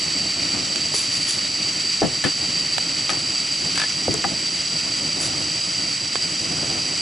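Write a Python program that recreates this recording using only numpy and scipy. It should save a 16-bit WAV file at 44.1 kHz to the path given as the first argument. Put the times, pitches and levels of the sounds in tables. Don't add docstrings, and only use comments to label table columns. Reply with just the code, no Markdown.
import sys
import numpy as np
from scipy import signal
from scipy.fft import rfft, irfft
from scipy.io import wavfile
from scipy.ndimage import uniform_filter1d, map_coordinates

SR = 44100
rng = np.random.default_rng(int(sys.argv[2]) if len(sys.argv) > 2 else 0)


def digitize_waveform(pressure):
    field = np.atleast_2d(pressure).T
    bounded = np.clip(field, -1, 1)
    quanta = np.round(bounded * 32767).astype(np.int16)
    wavfile.write(sys.argv[1], SR, quanta)


N = 309141

# frequency in Hz, half-power width in Hz, height in dB on the same relative scale as the jet.
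TUBE_MODES = [(1350, 380, -22), (1965, 303, -17.5), (2520, 705, -15), (3090, 480, -14.5), (3873, 320, -15),
              (4220, 370, -15.5), (4622, 230, -2), (4783, 252, -2), (5345, 250, -12.5), (5787, 323, -11),
              (6610, 570, -18), (7580, 300, -15.5), (7797, 246, -11)]
# frequency in Hz, relative density in dB per Hz.
JET_SPECTRUM = [(200, -48), (900, -29), (3000, -33.5), (7000, -31), (8300, -29), (8900, -31.5), (9400, -28),
                (10500, -30.5), (11000, -32.5)]
# frequency in Hz, relative density in dB per Hz.
ROAR_SPECTRUM = [(15, -29), (43, -20), (65, -11), (100, -3), (165, 2), (225, -3), (305, 1), (435, -11),
                 (600, -7.5), (720, -10), (950, -15.5), (1600, -20), (4000, -32)]
# frequency in Hz, likeness (held between 0 and 1).
STOVE_LIKENESS = [(30, 1.06), (250, 0.89), (600, 0.67), (1000, 0.59), (1400, 0.78), (1620, 0.53),
                  (1900, 0.81), (3000, 0.9), (4200, 0.81), (4700, 1.03), (5300, 0.84), (7100, 0.9),
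                  (7800, 0.93), (8400, 0.86)]
# frequency in Hz, left minus right in dB.
STOVE_BALANCE = [(100, 0.5), (350, -0.6), (900, -3), (1500, .5), (2400, -1.7), (4700, -1), (6000, -2.5),
                 (8300, -1)]
# start in seconds, level in dB, centre in Hz, spread in octaves,
# rattle t60 in seconds, push relative to the chatter, thump in dB relative to the knock,
# ring in Hz, ring in dB relative to the knock, left minus right in dB.
KNOCKS = [(0.941, -26, 560, 1.7, 0.039, 7.4, -26, 428, -1, -6),
          (2.019, -12.5, 530, 0.95, 0.089, 10, -8.5, 484, 1, 0),
          (2.029, -15.5, 420, 1.36, 0.18, 8.3, -2, 685, -3, 2.5),
          (2.052, -19, 232, 0.97, .06, 14, -7, 170, -3, 3),
          (2.240, -17, 1590, 1.6, 0.18, 3.1, -1.5, 1770, -4.5, 2),
          (3.094, -18, 1600, 1.4, 0.05, 11, -19, 1275, -8, 2),
          (3.101, -25.5, 890, 1.8, 0.24, 3.7, -14, 655, -2, 5),
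          (4.081, -17.5, 580, 0.53, .03, 18, -4, 182, -4, 3),
          (4.141, -23, 600, 1.9, 0.066, 7, -10, 432, 2.5, 2),
          (4.242, -18, 1490, 1.1, 0.025, 8.7, -10, 2000, -8, 2),
          (4.246, -19, 950, 0.53, 0.051, 12.5, -15, 803, 2.5, 3)]
# frequency in Hz, half-power width in Hz, height in dB
BOARD_MODES = [(172, 38, -4.5), (322, 84, 5.5), (492, 84, 5.5), (664, 140, 3), (788, 52, 3), (1255, 83, 2),
               (1736, 98, 4.5), (2000, 140, -3)]
# start in seconds, level in dB before
# the common trim, centre in Hz, spread in octaves, t60 in seconds, left minus right in dB.
SNAPS = [(0.759, -20, 3000, 1.5, 0.015, -12), (0.950, -17, 6500, 0.95, .008, 0),
         (0.962, -21, 8000, 0.67, .015, 0), (0.996, -20, 7000, .7, 0.007, -3),
         (1.269, -20.5, 4000, 1.5, 0.017, 0), (2.782, -15, 1250, 1.85, .019, -13),
         (3.103, -19, 4500, 1.3, .025, 6), (4.141, -17.5, 6950, 0.49, .009, 7),
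         (6.156, -13, 900, 1.8, 0.019, -8.5)]
# frequency in Hz, relative density in dB per Hz.
CRINKLE_SPECTRUM = [(500, -20), (1700, -7), (3500, -1.5), (6500, 1.5), (9000, -2), (11000, -3)]
# centre in seconds, time to fall to 1/e in seconds, rise in dB.
FLARES = [(.55, 0.34, 2), (4.25, 0.16, 3.5), (5.137, 0.27, 4.5), (6.65, 0.25, 3.5)]
# start of hold in seconds, level in dB, rise in seconds,
# hold in seconds, brightness in dB per octave.
GRASPS = [(0.95, -22, 0.013, 0.031, 1), (1.163, -30, 0.032, 0.018, -1), (1.215, -33.5, 0.026, 0.036, -1),
          (1.289, -22, .01, .006, .5), (5.23, -26.5, .035, 0.048, -0.5)]

TIME = np.arange(N) / SR
HZ = np.fft.rfftfreq(N, 1 / SR)
HIT_TIME = np.arange(16384) / SR

EDGE_HZ = 11100
FLAME_DB = -36.5
DRAUGHT_DB, STIR_S, STIR_HALF_S, STIR_DB = -61, 2.9, 0.9, 6
DRAG_S, SLIP_S, DRAG_DB, DRAG_ENDS_DB = 3.757, 0.02, -19, -4
RELAX_T60, RELAX_GAIN_PER_DB, FIRM_GRASP_DB = 0.5, 0.7, -21.5
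GAS_DB, SAG_DB_PER_S, WARMING_PERCENT_PER_S = -23, 0.1, 0.22


def gain_of(db):
    return 10 ** (np.asarray(db) / 20)


def evened(x):
    return x / np.sqrt(np.mean(x ** 2) + 1e-20)


def read(points, hz):
    f, value = np.transpose(points)
    return np.interp(np.log(hz + 1), np.log(f + 1), value)


def panned(sound, pan_db):
    return sound * gain_of([[pan_db / 2], [-pan_db / 2]])


def add(mix, s, sound, pan_db):
    part = mix[:, round(s * SR):][:, :sound.shape[1]]
    part += panned(sound, pan_db)[:, :part.shape[1]]


def humps(modes, hz):
    return sum(gain_of(db) ** 2 * 0.5 ** ((2 * (hz - f) / width) ** 2) for f, width, db in modes)


def wander(rate_hz):
    return evened(irfft(rfft(rng.standard_normal(N)) / (1 + (HZ / rate_hz) ** 2), N))


def surge(s, half_s):
    return np.exp(-((TIME - s) / half_s) ** 2)


def pair(common, apart, same):
    same = np.clip(same, 0, 1)
    shared = np.sqrt((1 + same) / 2) * common
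    opposed = np.sqrt((1 - same) / 2) * apart
    return shared + opposed * np.array([[1], [-1]])


def turbulence(gain):
    spectrum = pair(*rfft(rng.standard_normal((2, N))), read(STOVE_LIKENESS, HZ))
    return evened(irfft(spectrum * gain * gain_of(read(STOVE_BALANCE, HZ) * np.array([[0.5], [-0.5]])), N))


def colour(x, hz, octaves, modes=()):
    f = abs(np.fft.fftfreq(len(HIT_TIME), 1 / SR)) + 1
    band = 1 / (1 + (np.log2(f / hz) / octaves) ** 2 / 2) ** 2
    treble_loss = np.hypot(1, f / (hz * 2 ** (2 * octaves)))
    gain = np.sqrt(1 + humps(modes, f)) * band / treble_loss
    response = np.exp(np.conj(signal.hilbert(np.log(evened(gain) + 1e-5))))
    return np.fft.ifft(np.fft.fft(x) * response).real


def blow(t60, push, same):
    force = pair(*rng.standard_normal((2, len(HIT_TIME))), same) * gain_of(-60 * HIT_TIME / t60)
    force[:, 0] += push
    return force


def ring(hz, t60):
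    return np.sin(2 * np.pi * hz * HIT_TIME) * gain_of(-60 * HIT_TIME / t60)


def draught(corner_hz=70):
    low_band = HZ / (HZ + 15) / (1 + (HZ / corner_hz) ** 2)
    rumble = irfft(rfft(rng.standard_normal((2, N))) * low_band, N)
    return evened(rumble) * gain_of(DRAUGHT_DB + STIR_DB * surge(STIR_S, STIR_HALF_S))


def snaps(trim_db=-3):
    out = np.zeros((2, N))
    for s, db, hz, octaves, t60, pan_db in SNAPS:
        crack = colour(blow(t60, push=7.1, same=0.93), hz, octaves)
        add(out, s, gain_of(db + trim_db) * crack, pan_db)
    return out


def grasp(s, db, rise_s, hold_s):
    t60 = RELAX_T60 * np.exp(RELAX_GAIN_PER_DB * (db - FIRM_GRASP_DB))
    closing = np.where(TIME < s, surge(s, rise_s), 1)
    relaxing_s = np.maximum(TIME - s - hold_s, 0)
    return closing * gain_of(db - 60 * relaxing_s / t60)


def wrapper(creases_per_s=3600, size_db=2.5, pan_db=1.5, pivot_hz=6000):
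    sizes = gain_of(size_db * np.minimum(rng.exponential(1, (2, N)), 5)) * rng.choice([-1, 1], (2, N))
    buckles = sizes * (rng.random((2, N)) < creases_per_s / SR)
    creases = rfft(pair(*buckles, 0.83))
    octave = np.log2(np.maximum(HZ, CRINKLE_SPECTRUM[0][0]) / pivot_hz)
    rustle = np.zeros((2, N))
    for s, db, rise_s, hold_s, brightness in GRASPS:
        tone = gain_of(read(CRINKLE_SPECTRUM, HZ) + brightness * octave)
        rustle += evened(irfft(creases * tone, N)) * grasp(s, db, rise_s, hold_s)
    return panned(rustle, pan_db)


def scrape(count=5, first_hz=2700, last_hz=1500, octaves=1.47, t60=0.058,
           ring_hz=1680, ring_t60=0.059, first_db=-16, last_db=1, pan_db=4):
    out = np.zeros((2, N))
    for k, along in enumerate(np.linspace(0, 1, count)):
        hz = first_hz + (last_hz - first_hz) * along
        tick = colour(blow(t60, push=7.3, same=0.64), hz, octaves, BOARD_MODES)
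        ring_db = first_db + (last_db - first_db) * np.sqrt(along)
        note = ring(ring_hz * rng.uniform(0.93, 1.06), ring_t60) * gain_of(ring_db)
        slip_db = DRAG_DB + DRAG_ENDS_DB * (2 * along - 1) ** 2
        add(out, DRAG_S + k * SLIP_S, gain_of(slip_db) * (tick + note), pan_db)
    return out


def knocks(thump_hz=175, thump_octaves=0.94, swell_s=0.018, ring_t60=0.083):
    out = np.zeros((2, N))
    swell = (HIT_TIME / swell_s * np.exp(1 - HIT_TIME / swell_s)) ** 2
    for s, db, hz, octaves, t60, push, thump_db, ring_hz, ring_db, pan_db in KNOCKS:
        rattle = colour(blow(t60, push, same=0.52), hz, octaves, BOARD_MODES)
        noise = pair(*rng.standard_normal((2, len(HIT_TIME))), 0.44)
        thump = colour(noise, thump_hz, thump_octaves, BOARD_MODES) * swell
        thump = evened(thump) * np.sqrt(np.mean(swell ** 2))
        note = ring(ring_hz, ring_t60)
        knock = rattle + gain_of(thump_db) * thump + gain_of(ring_db) * note
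        add(out, s, gain_of(db) * knock, pan_db)
    return out


def flame(flicker_db=2.16, flicker_hz=10):
    flare_db = sum(db * surge(s, half_s) for s, half_s, db in FLARES)
    roar = turbulence(gain_of(read(ROAR_SPECTRUM, HZ)))
    return roar * gain_of(FLAME_DB + flare_db + flicker_db * wander(flicker_hz))


def jet(flutter_db=0.73, flutter_hz=25):
    power = humps(TUBE_MODES, HZ) + gain_of(read(JET_SPECTRUM, HZ)) ** 2
    hiss = turbulence(np.sqrt(power))
    pitch = 1 + WARMING_PERCENT_PER_S / 100 * (TIME - TIME.mean())
    place = [np.cumsum(pitch)]
    hiss = np.array([map_coordinates(side, place, order=3, mode="mirror") for side in hiss])
    return hiss * gain_of(GAS_DB - SAG_DB_PER_S * TIME + flutter_db * wander(flutter_hz))


def scene():
    return draught() + snaps() + wrapper() + scrape() + knocks() + flame() + jet()


def record(dry, threshold_db=-19, recover_db_per_s=28, squeeze=0.26):
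    power_db = 10 * np.log10(abs(uniform_filter1d((dry ** 2).mean(0), size=300)) + 1e-12)
    fall_db = TIME * recover_db_per_s
    held_db = np.maximum.accumulate(power_db + fall_db) - fall_db
    over_db = np.maximum(held_db - threshold_db, 0)
    ducked = dry / gain_of(squeeze * uniform_filter1d(over_db, size=200))
    low_pass = signal.firwin(601, EDGE_HZ, window=("kaiser", 9), fs=SR)
    return signal.oaconvolve(ducked, low_pass[None], "same")


dry = scene()
out = record(dry)
digitize_waveform(out)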